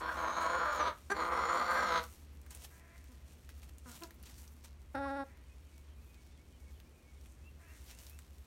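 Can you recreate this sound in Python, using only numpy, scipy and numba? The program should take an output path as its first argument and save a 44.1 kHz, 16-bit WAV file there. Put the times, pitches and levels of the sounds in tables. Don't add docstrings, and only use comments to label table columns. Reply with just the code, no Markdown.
import sys
import numpy as np
from scipy import signal
from scipy.io import wavfile
from scipy.ndimage import uniform_filter1d
from numba import njit

SR = 44100
rng = np.random.default_rng(int(sys.argv[2]) if len(sys.argv) > 2 else 0)


def attenuation_scalar(level_db):
    decades = np.asarray(level_db, float) / 20
    return 10 ** decades


def dump(signal):
    limited = np.clip(np.atleast_2d(signal).T, -1, 1)
    pcm = np.round(limited * 32767).astype(np.int16)
    wavfile.write(sys.argv[1], SR, pcm)


N = 373086
T = np.arange(N) / SR


def level(x, db):
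    return x * attenuation_scalar(db) / np.sqrt(np.mean(x ** 2))


def colour(x, shape):
    hz, db = np.transpose(shape)
    f = np.arange(1, 2050) * SR / 4096
    cepstrum = np.fft.irfft(np.log(attenuation_scalar(np.interp(np.log(f), np.log(hz), db, db[0] - 19.0))))
    cepstrum[1:2048] *= 2
    cepstrum[2049:] = 0
    response = np.fft.irfft(np.exp(np.fft.rfft(cepstrum)))
    return signal.fftconvolve(x, response)[:len(x)]


@njit
def svf(x, hz, width):
    y, b, l = np.empty(len(x)), 0., 0.
    for i in range(len(x)):
        g, k = np.tan(np.pi * hz[i] / SR), width / hz[i]
        v = (b + g * (x[i] - l)) / (1 + g * (g + k))
        b, l, y[i] = 2 * v - b, l + 2 * g * v, k * v
    return y


def band(x, hz, width):
    return svf(x, np.full(len(x), 1. * hz), 1. * width)


def butter(x, order, hz, kind="low"):
    return signal.sosfilt(signal.butter(order, hz, kind, fs=SR, output="sos"), x)


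def butter_in_phase(x, order, hz, kind="low"):
    return signal.sosfiltfilt(signal.butter(order, hz, kind, fs=SR, output="sos"), x)


def walk(rate, size=N):
    k = int(SR / rate)
    steps = np.repeat(rng.standard_normal(size // k + 1), k)
    return 1.3 * uniform_filter1d(uniform_filter1d(steps, k), k)[:size]


def follow(table, t=T):
    s, *columns = np.transpose(table)
    return [np.interp(t, s, c) for c in columns]


def unfold(table):
    span = slice(int(table[0][0] * SR), int(table[-1][0] * SR))
    return span, follow(table, T[span])


def syrinx(hz, jitter, rough, weak):
    phase = np.cumsum(hz) / SR
    sample = np.arange(len(hz))
    cycle = np.arange(1, int(phase[-1]))
    chance = rng.standard_normal((len(cycle), 2))
    at = np.interp(cycle, phase, sample)
    r = np.clip(np.interp(at, sample, rough * np.ones(len(hz))), 0, 1)
    at = np.clip(at + jitter * r * chance[:, 0] * SR / hz.mean(), 8, len(hz) - 10)
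    weak = (weak * np.ones(len(hz)))[at.astype(int)]
    size = (1 - weak * (cycle % 2)) * (1 + .6 * r * chance[:, 1])
    taps = at.astype(int)[:, None] + np.arange(-7, 9)
    lag = taps - at[:, None]
    out = np.zeros(len(hz))
    np.add.at(out, taps, size[:, None] * np.sinc(lag) * np.cos(np.pi * lag / 16) ** 2)
    return out


def nest_box(x):
    scatter = .4
    for lag in (23, 41, 67, 109):
        gap = np.zeros(lag - 1)
        x = signal.lfilter(np.r_[-scatter, gap, 1], np.r_[1, gap, -scatter], x)
    return x


def clucks(calls, shape, rough, weak, wobble, hoarse=0):
    out = np.zeros(N)
    for table in calls:
        span, (hz, db) = unfold(table)
        rough_now = rough * (1 + hoarse * np.exp(-(T[span] - table[0][0]) / .022))
        pulses = syrinx(hz * (1 + wobble * walk(60, size=len(hz))), .15, rough_now, weak)
        out[span] += attenuation_scalar(db) * level(colour(pulses, shape), 0) * signal.windows.tukey(len(hz), .06)
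    return out


# f/Hz, level/dB
AIR_COLOUR = [(50, -53), (85, 4.5), (101, -7), (126, -11.5), (285, -17), (355, -18), (687, -27),
              (1730, -32.5), (2460, -33), (4870, -41), (5810, -43), (9420, -47), (15000, -54), (16300, -61)]


def air():
    white = rng.standard_normal(N)
    drift = sum(attenuation_scalar(1.2 * walk(5)) * band(white, hz, .8 * hz) for hz in 140 * 2. ** np.arange(8))
    return level(colour(drift, AIR_COLOUR), -62)


# f/Hz, rms level/dB, moment of a crest t/s
MOTOR_TONES = [(36.02, -76.2, 4.2242), (60.012, -62.4, 4.2257), (61.685, -63.3, 4.2277),
               (72.035, -58.4, 4.2279), (73.398, -74.6, 4.2308), (75.315, -72.6, 4.2253)]
# f/Hz, width/Hz, rms level/dB
MOTOR_RUMBLE = [(34.8, 14, -83), (53.6, 36, -69), (70.36, 6, -66.5), (131, 1.7, -101), (240, 2.3, -77)]


def motors():
    out = sum(attenuation_scalar(db) * np.sqrt(2) * np.cos(2 * np.pi * hz * (T - crest)) for hz, db, crest in MOTOR_TONES)
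    for hz, width, db in MOTOR_RUMBLE:
        noise = band(rng.standard_normal(N), hz, width)
        out += level(band(noise, hz, width), db)
    return out


# t/s, length/s, start f/Hz, end f/Hz, level/dB
WARBLE_NOTES = [(5.44, .07, 3200, 2900, -79), (5.485, 0.055, 2510, 2510, -77), (5.62, .09, 2440, 2430, -84),
                (5.7, 0.069, 2460, 2540, -82), (5.64, .07, 3180, 2900, -80), (5.71, 0.14, 2245, 2235, -78),
                (5.86, .09, 3270, 3050, -80), (5.94, .07, 2440, 2410, -81), (6.015, .04, 2600, 2580, -80),
                (6.06, .12, 2500, 2490, -78), (6.05, .06, 3400, 3380, -84), (6.168, 0.064, 2240, 2240, -76),
                (6.252, .07, 2240, 2220, -81), (6.3, .1, 3370, 3330, -81), (6.375, .055, 2100, 2280, -77),
                (6.49, .08, 2480, 2380, -81), (6.508, 0.084, 3250, 2880, -80),
                (6.59, .055, 2250, 2200, -77), (6.66, .045, 2220, 2215, -73),
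                (6.729, 0.07, 3280, 3300, -79), (6.818, 0.07, 2120, 2450, -79),
                (6.92, .16, 2480, 2380, -78), (7.03, .11, 2228, 2215, -75), (7.148, .05, 2210, 2200, -78),
                (7.161, .06, 3380, 3390, -82), (7.233, .035, 2430, 2430, -79)]
# t/s, length/s, level/dB, start f/Hz
CHIRP_NOTES = [
    (7.4, 0.11, -72, 2447),
    (7.64, 0.095, -73, 2470),
    (7.905, 0.07, -75, 2480),
    (8.082, 0.1, -74.5, 2380),
]
CHIRP_STEPS = (0, 140, 270, 290)


def songbird():
    tremble_share = .011
    notes = [([(s, a), (s + length, b)], db, tremble_share) for s, length, a, b, db in WARBLE_NOTES]
    for s, length, db, hz in CHIRP_NOTES:
        glide = [(s + length * k / 3, hz + up) for k, up in enumerate(CHIRP_STEPS)]
        notes.append((glide, db, tremble_share / 3))
    out = np.zeros(N)
    for glide, db, tremble in notes:
        span, (hz,) = unfold(glide)
        swell_db_per_khz = 55 * np.clip(hz[-1] - hz[0], 0, 300) / 300
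        swell_db = db + swell_db_per_khz * (hz - hz.mean()) / 1000
        hz = hz * (1 + tremble * (.35 + (hz / 2800) ** 8) * walk(160, size=len(hz)))
        whistle = np.sin(2 * np.pi * np.cumsum(hz) / SR)
        out[span] += attenuation_scalar(swell_db) * signal.windows.tukey(len(hz), .4) * whistle
    return out * attenuation_scalar(2 * walk(40))


# peak t/s, rise/s, fall/s, level of the top band/dB
STIRRINGS = [(.0, .02, 0.038, -66), (.1, 0.049, 0.91, -69.5), (.407, .006, .04, -63),
             (.425, 0.015, 0.05, -61.5), (.311, .006, .02, -68), (.727, .006, .03, -61),
             (.65, .02, .1, -66), (.76, .05, 0.024, -62.5), (1.12, 0.023, .04, -66), (1.54, .04, 0.43, -66),
             (1.71, .01, .04, -58), (1.73, 0.03, 0.22, -63), (1.83, .05, 0.22, -66),
             (2.04, 0.012, 0.018, -59), (2.51, 0.012, 0.092, -65), (2.56, 0.036, 0.33, -68.5),
             (2.652, 0.058, 0.021, -59), (3.28, .01, .15, -78), (3.33, 0.094, 0.03, -74.5),
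             (3.5, .006, 0.026, -66), (3.58, 0.11, .05, -76), (4.235, .008, 0.022, -70.5),
             (4.445, .05, .03, -72), (4.52, 0.036, 0.046, -76), (4.58, .06, .06, -78),
             (3.635, 0.038, 0.053, -66.5), (3.894, 0.066, .15, -65.5), (3.962, 0.08, 0.1, -62.5),
             (4.02, 0.061, 0.15, -68.5), (4.261, 0.0092, 0.084, -64), (4.3, 0.027, 0.066, -64),
             (4.385, 0.11, 0.22, -70.5), (4.646, 0.014, 0.048, -63), (3.69, .04, 0.032, -70),
             (7.76, 0.16, 0.38, -73.5), (7.911, 0.093, 0.076, -62), (7.994, 0.045, 0.23, -66),
             (8.1, .1, 0.57, -77)]
# t/s, level/dB
RESTLESSNESS = [(0, -80.5), (2, -70), (2.3, -79.5), (2.7, -79.5), (3.2, -79.5), (4.6, -83.5), (5.1, -82),
                (6.5, -82.5), (7.5, -80.5), (8.46, -81.5)]


def stirring():
    (restless_db,) = follow(RESTLESSNESS)
    power = attenuation_scalar(restless_db + .5 * walk(33)) ** 2
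    for s, rise, fall, db in STIRRINGS:
        power += attenuation_scalar(db - 21.5 * np.maximum((s - T) / rise, (T - s) / fall)) ** 2
    return np.sqrt(power)


# f/Hz, level/dB
STRAW_COLOUR = [(290, -46), (500, 0), (1290, -3), (2560, -1.5), (4800, -3), (5630, 0), (7870, -3),
                (8980, 0), (10500, -3), (14500, -3), (16300, 0)]
# t/s, peak level/dB, centre f/Hz
STALK_SNAPS = [(2.4153, -50, 9270), (2.464, -46.5, 1530), (2.507, -40.5, 8930), (2.5488, -34.5, 9080),
               (2.6196, -43, 2360), (2.6385, -44, 9470), (2.7797, -53, 2010), (2.9793, -51, 4300),
               (3.0417, -48.5, 2020), (3.5914, -53, 13000), (3.6198, -53, 4000), (4.006, -45, 12000),
               (4.073, -49, 8000), (4.143, -51, 13000), (4.6405, -49, 6720), (3.4914, -41, 1750),
               (3.632, -44.5, 2580), (3.783, -43.5, 8150), (3.9157, -41, 7000), (4.0225, -41, 2480),
               (4.0353, -33.5, 4600), (4.1075, -41.5, 1890), (4.2282, -43, 10900), (4.257, -46, 8850),
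               (4.3833, -45, 5700), (4.478, -44, 5630), (4.817, -56, 5340), (4.953, -49, 1600),
               (5.372, -51, 2000), (6.144, -50, 3400), (6.265, -53, 2240), (6.801, -47, 3000),
               (7.211, -53, 5000), (7.259, -50, 2180), (7.988, -42, 5470), (8.067, -40.5, 5260),
               (8.097, -43.5, 11500), (8.189, -43.5, 8850), (8.19, -43, 1300), (8.221, -53, 4040),
               (7.949, -46, 7000)]
# t/s, level/dB, f/Hz, decay by 60 dB/s
KNOCKS = [
    (4.951, -50.5, 99.5, 0.66),
]


def straw():
    grains = (rng.random(N) < 2500 / SR) * attenuation_scalar(2.2 * rng.exponential(size=N)) * rng.standard_normal(N)
    white = level(grains, 0) + level(rng.standard_normal(N), -1.1)
    bands = sum(attenuation_scalar(2.5 * walk(25)) * band(white, hz, .6 * hz) for hz in 700 * 1.6 ** np.arange(8))
    crackle = colour(bands, STRAW_COLOUR)
    top = butter(crackle, 4, (11800, 15800), "band")
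    out = crackle / top.std() * stirring()
    ticks = (rng.random(N) < 25 / SR) * rng.standard_normal(N)
    out += attenuation_scalar(-48) * band(ticks, 5300, 7000)
    t = T[:1500]
    for s, peak_db, hz in STALK_SNAPS:
        burst = rng.standard_normal(len(t)) * (np.exp(-t / .001) + .21 * np.exp(-t / .015))
        burst[:2] = 2.5, -2.5
        burst = .3 * burst + band(burst, hz, .5 * hz)
        i = int(s * SR)
        out[i:i + len(t)] += attenuation_scalar(peak_db) * burst / np.abs(burst).max()
    for s, db, hz, t60 in KNOCKS:
        late = np.clip(T - s, 0, None)
        out += attenuation_scalar(db) * np.sin(2 * np.pi * hz * late) * np.exp(-np.log(1000) * late / t60)
    return out


# t/s, pitch f/Hz, level/dB
FAR_CALLS = [
    [(2.7, 326, -73), (2.76, 332, -75), (2.85, 335, -72), (2.9, 334.6, -74), (2.95, 340.7, -73),
     (3.03, 337, -80.5), (3.07, 338, -83), (3.13, 342.5, -80), (3.25, 340, -85)],
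    [(5.25, 328, -78), (5.3, 328, -74), (5.34, 325, -77), (5.42, 322, -79)],
    [(7.59, 343, -79), (7.63, 339.5, -74.5), (7.66, 330, -77), (7.69, 317, -71), (7.75, 315, -75),
     (7.79, 310, -84), (7.85, 307, -93)],
]
# f/Hz, level/dB
FAR_SPECTRUM = [(600, -10), (1350, -6.5), (1700, -4.5), (2100, -3.5), (2600, -9), (3200, -38)]
# t/s, f/Hz
FAR_THROAT_PATH = [(2.7, 1600), (2.77, 1660), (2.8, 1980), (2.85, 1660), (2.9, 1750), (2.95, 2040),
                   (3.0, 1870), (3.25, 1874), (5.3, 1880), (7.6, 1700), (7.66, 1700), (7.7, 1890)]


def far_hen():
    voice = clucks(FAR_CALLS, FAR_SPECTRUM, .22, .25, .005)
    (throat_hz,) = follow(FAR_THROAT_PATH)
    return attenuation_scalar(1.2 * walk(25) - .5) * (voice + attenuation_scalar(1) * svf(voice, throat_hz, 180.0))


# a table of (t/s, pitch f/Hz, level/dB) and the throat f/Hz of each
MUTTER_CALLS = [
    ([(3.085, 247, -86), (3.1, 256.5, -69), (3.14, 237, -71), (3.17, 240, -76)], 350),
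    ([(3.855, 277, -53), (3.865, 249.4, -56), (3.9, 236.3, -58.5), (3.94, 228, -71)], 1400),
    ([(4.008, 320, -66), (4.025, 345.3, -50.5), (4.045, 321, -53), (4.075, 330, -103)], 590),
]
# f/Hz, level/dB
MUTTER_SPECTRUM = [(88, -12), (150, 20.5), (347, 8), (675, -5), (1050, 1), (1490, -0.5), (2030, -10),
                   (3000, -24), (3900, -29), (6600, -120)]


def mutters():
    out = np.zeros(N)
    for table, throat_hz in MUTTER_CALLS:
        note = clucks([table], MUTTER_SPECTRUM, .07, .04, .003)
        out += note + attenuation_scalar(3) * band(note, throat_hz, 220)
    return out


# t/s, pitch f/Hz, level/dB
CLUCK_CALL = [(4.941, 290, -52), (4.951, 284.5, -35), (4.96, 262.7, -39), (4.972, 268, -38.5),
              (4.993, 281.6, -38), (5.025, 276, -38), (5.039, 276.3, -38), (5.067, 279, -38.5),
              (5.1, 269.8, -39.5), (5.113, 277, -37.5), (5.133, 276.7, -38), (5.153, 274.6, -39.5),
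              (5.169, 286.6, -40), (5.181, 276.4, -40), (5.207, 276, -36.5), (5.229, 272.5, -40.5),
              (5.243, 273, -45)]
# f/Hz, level/dB
CLUCK_SPECTRUM = [(30, -10), (100, 11), (270, 8.5), (555, 7.5), (846, 8), (1130, -5.5), (1430, 3.5),
                  (1960, -9), (2290, -19.5), (2650, -20.5), (3100, -29.5), (3630, -28), (4830, -27.5),
                  (5480, -24.5), (6320, -55), (9850, -29.5), (11000, -48), (14300, -82), (22000, -120)]
# t/s, gain of the bright partials level/dB
CLUCK_BEAK_GAIN = [(4.94, -1), (4.955, 5), (4.968, 2), (4.982, 3), (5.005, -5), (5.035, 3), (5.078, 1.5),
                   (5.098, 4), (5.125, -3.5), (5.165, 2.5), (5.25, -3)]
# t/s, gain level/dB
POUCH_GAIN = [(4.95, 3), (4.96, -14), (4.971, -16), (4.98, -1), (5.025, 2), (5.04, -4), (5.065, 16.5),
              (5.085, -2), (5.101, -9), (5.113, 3), (5.133, -8), (5.16, 0), (5.207, 8), (5.23, -7),
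              (5.245, 6)]


def clear_cluck():
    voice = clucks([CLUCK_CALL], CLUCK_SPECTRUM, .022, .03, .0015, hoarse=9)
    voice = butter(voice, 2, 150, "high")
    voice = butter_in_phase(voice, 4, 200, "high")
    (beak_db,), (pouch_db,) = follow(CLUCK_BEAK_GAIN), follow(POUCH_GAIN)
    bright = voice - butter_in_phase(voice, 2, 1250)
    windpipe = attenuation_scalar(14) * band(voice, 3726, 110)
    voice = voice + windpipe + (attenuation_scalar(beak_db) - 1) * bright
    fourth_partial = band(band(voice, 1080, 180), 1080, 180)
    return voice + (attenuation_scalar(pouch_db) - 1) * fourth_partial


# t/s, pitch f/Hz, level/dB
YELP_CALL = [(1.0955, 365, -29.5), (1.104, 393, -38), (1.114, 407, -31.5), (1.124, 394, -42),
             (1.135, 405, -79)]
# f/Hz, level/dB
YELP_SPECTRUM = [(110, -30), (190, 18.5), (409, 3.5), (776, 6.5), (1640, 7.5), (2950, -15), (4490, -14),
                 (5100, -29), (5690, -17), (6120, -20.5), (8210, -21), (10000, -16), (11200, -35),
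                 (13000, -26), (15000, -43)]
# f/Hz, width/Hz, boost level/dB
YELP_BEAK_RINGS = [(1600, 110, -3), (4600, 170, 9), (5980, 100, 16.5), (7200, 220, 8)]


def yelp():
    voice = nest_box(clucks([YELP_CALL], YELP_SPECTRUM, .08, .2, .003))
    return voice + sum(attenuation_scalar(db) * band(voice, hz, width) for hz, width, db in YELP_BEAK_RINGS)


# f/Hz, width/Hz, boost level/dB
PIPE_RINGS = [(830, 70, 0), (1000, 60, -3)]


def growl_throat(low, throat, mouth_hz, hollow_hz):
    n = len(low)
    throat_hz, upper_hz, upper_db, pipe_hz = throat
    low = low + sum(attenuation_scalar(db) * band(low, f, w) for f, w, db in PIPE_RINGS) + attenuation_scalar(2.5) * svf(low, pipe_hz, 90.0)
    shiver = 1 + .016 * walk(22, size=n)
    upper_gain = attenuation_scalar(upper_db + .5 * walk(15.75, size=n))
    upper = upper_gain * svf(low, upper_hz * (1 + .025 * walk(3.6, size=n)), 120.0)
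    main = attenuation_scalar(9.5) * svf(low, throat_hz * shiver, 95.0)
    low = low + main + upper + attenuation_scalar(-2) * band(low, mouth_hz, 89)
    return low - .54 * band(low, hollow_hz, 210)


# ratio to the tracked f, width/Hz, boost level/dB
BEAK_RINGS = [(.48, 402, 10), (0.613, 430, 13.5), (0.779, 300, 10), (0.99, 220, 20.5), (1.26, 200, 12),
              (1.63, 200, 13), (1.9, 220, 14), (1.47, 240, 5), (2.13, 300, 22)]


def growl_beak(high, beak_hz, left):
    gape = np.clip(1.5 - left / .14, 0, 1)
    rasp = gape * attenuation_scalar(11.5) * band(high, 3700, 1360)
    rings = 0
    for ratio, width, db in BEAK_RINGS:
        gain = attenuation_scalar(db + 3 * walk(9.8, size=len(high)))
        rings = rings + gain * svf(high, ratio * beak_hz, 1. * width)
    high = high + rasp + (1 - .6 * gape) * rings
    return high - .81 * svf(high, 1.11 * beak_hz, 500.)


# t/s, effort as level/dB, beak resonance f/Hz
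GROWL_CALLS = [
    [(0.0, -37.5, 5400), (.152, -43.5, 5550), (.175, -38.5, 6600), (.3, -37.5, 6440), (.5, -35.5, 6850),
     (.76, -37, 6920), (.79, -36.5, 6600), (.82, -35, 5900), (.888, -34, 6250), (.93, -59, 6300)],
    [(1.135, -70, 7000), (1.153, -36.5, 7200), (1.25, -36.5, 6770), (1.33, -36.5, 6950), (1.78, -34, 7230),
     (1.86, -33.5, 7040), (1.94, -30.5, 6400), (1.99, -27.5, 6400), (2.02, -60, 6600)],
]
# t/s, pulse rate f/Hz, roughness [0-1], weakness of alternate pulses [0-1]
MEMBRANE_BEATING = [
    [(0, 324, .45, .6), (.15, 326, .6, .5), (.25, 330, .45, .6), (.62, 340, .45, .55), (.66, 305, .25, .3),
     (.71, 298, .22, .25), (.74, 298, .45, .3), (.8, 298, .55, .35), (.93, 303, .4, .3)],
    [(1.135, 314, .4, .6), (1.3, 345, .55, .5), (1.45, 348, .65, .5), (1.63, 354, .4, .6),
     (1.84, 356, .5, .6), (1.9, 332, .22, .8), (2.02, 329, .2, .8)],
]
# t/s, main f/Hz, upper f/Hz, upper gain level/dB, windpipe f/Hz
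THROAT_SHAPE = [
    [(0, 1140, 1390, -1, 480), (.1, 1150, 1540, 18, 497), (.14, 1130, 1380, 8, 620),
     (.25, 1150, 1430, 2, 646), (.42, 1134, 1340, 7.5, 645), (.53, 1110, 1490, 9.5, 520),
     (.63, 1150, 1390, 12, 530), (.69, 1230, 1475, 17.5, 597), (.8, 1206, 1360, -6, 540),
     (.93, 1220, 1320, 3, 586)],
    [(1.135, 1150, 1440, -8, 487), (1.25, 1200, 1450, 3, 455), (1.35, 1180, 1370, 10, 507),
     (1.5, 1160, 1370, 7, 515), (1.62, 1230, 1370, 4, 547), (1.76, 1236, 1600, 14, 524),
     (1.86, 1285, 1470, 5, 540), (1.95, 1280, 1460, 5.5, 493), (2.02, 1240, 1370, -1, 500)],
]
MOUTH_RING = (2240, 2020)
HOLLOW_BAND = (2040, 1720)
# f/Hz, level/dB
GROWL_SPECTRUM = [(71, -81), (120, -7), (341, -5), (418, -12.5), (493, -6), (757, -10), (1190, -7),
                  (2070, -9.5), (2640, -19), (4320, -16.5), (4880, -23), (6910, -23.5), (7820, -34),
                  (9020, -27.5), (16000, -49)]
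# t/s, gain level/dB
THROAT_SURGES = [(.09, 1), (.252, 3.5), (.388, 1.5), (.442, 1.5), (.55, 3), (.628, 1.5), (.804, 4),
                 (1.185, 0), (1.335, -0.5), (1.56, 3), (1.615, 4), (1.668, -2), (1.75, -0.5), (1.978, -3)]


def growls():
    out = np.zeros(N)
    surge_db = sum(db * np.exp(-((T - s) / .0096) ** 2 / 2) for s, db in THROAT_SURGES)
    settings = zip(GROWL_CALLS, MEMBRANE_BEATING, THROAT_SHAPE, MOUTH_RING, HOLLOW_BAND)
    for table, beating, throat, mouth_hz, hollow_hz in settings:
        span, (db, beak_hz) = unfold(table)
        t = T[span]
        n, since, left = len(t), t - table[0][0], table[-1][0] - t
        hz, rough, weak = follow(beating, t)
        pulses = syrinx(hz * (1 + .013 * walk(35, size=n)), .18, rough, weak)
        flutter_depth = .6 * np.clip(.3 + walk(14, size=n), 0, 1)
        flutter = 1 + flutter_depth * np.sin(2 * np.pi * np.cumsum(hz / 3) / SR)
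        puff = np.sqrt(uniform_filter1d(np.abs(pulses), size=100) + 1e-4) * rng.standard_normal(n)
        source = level(nest_box(pulses * flutter), 0) + .7 * rough * level(puff, 0)
        voice = butter(colour(source, GROWL_SPECTRUM), 5, 200, "high")
        voice = voice - np.clip(.35 + .6 * since, 0, .75) * svf(voice, hz, 90.)
        body = butter_in_phase(voice, 3, 2600)
        treble = growl_beak(voice - body, beak_hz, left)
        body = growl_throat(body, follow(throat, t), mouth_hz, hollow_hz)
        treble_db = -17.5 - 14 * np.exp(-since / .024) + 2 * since
        treble_db = treble_db - 18 * np.exp(-((t - 1.3) / .0062) ** 2 / 2)
        sputter_db = 1.2 * walk(60, size=n)
        body = level(body, -1.02) * attenuation_scalar(surge_db[span] + sputter_db)
        fade = np.clip(np.minimum(since + .0066, left) / .007, 0, 1)
        out[span] += fade * attenuation_scalar(db) * (body + level(treble, 0) * attenuation_scalar(treble_db))
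    return out


def coop(x, chance):
    t60_s, dull_hz = .21, 2220
    t = T[:SR // 2]
    noise = chance * np.exp(-np.log(1000) * t / t60_s) * (t > .003)
    dull = butter(noise, 1, dull_hz)
    tail = dull + (noise - dull) * np.exp(-t / .013)
    return signal.fftconvolve(x, tail / np.linalg.norm(tail))[:N]


def scene():
    boards = rng.standard_normal(SR // 2)
    bird, stalks, far, near = songbird(), straw(), far_hen(), clear_cluck()
    hens = mutters() + attenuation_scalar(-1) * yelp() + growls()
    calls = attenuation_scalar(-7) * (hens + attenuation_scalar(-9) * near)
    echo = coop(calls + attenuation_scalar(-20) * stalks + .76 * far + attenuation_scalar(-9) * bird, boards)
    return (air() + motors() + 1.56 * bird + stalks + 1.4 * far + near + hens + echo)[None]


def roll_off(x):
    return signal.sosfilt(signal.butter(12, 15850, fs=SR, output="sos"), x)


# f/Hz, width/Hz, share removed
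SOUND_PORT = [(5000, 170, 0.61), (10470, 290, 1), (15700, 1000, -0.3)]


def record(dry):
    x = dry[0]
    for hz, width, share in SOUND_PORT:
        x = x - np.clip(share, -1, 1) * band(x, hz, width)
    x = signal.sosfilt(signal.ellip(10, .3, 60, 15980, fs=SR, output="sos"), x)
    return roll_off(x[None])


dry = scene()
out = record(dry)
dump(out)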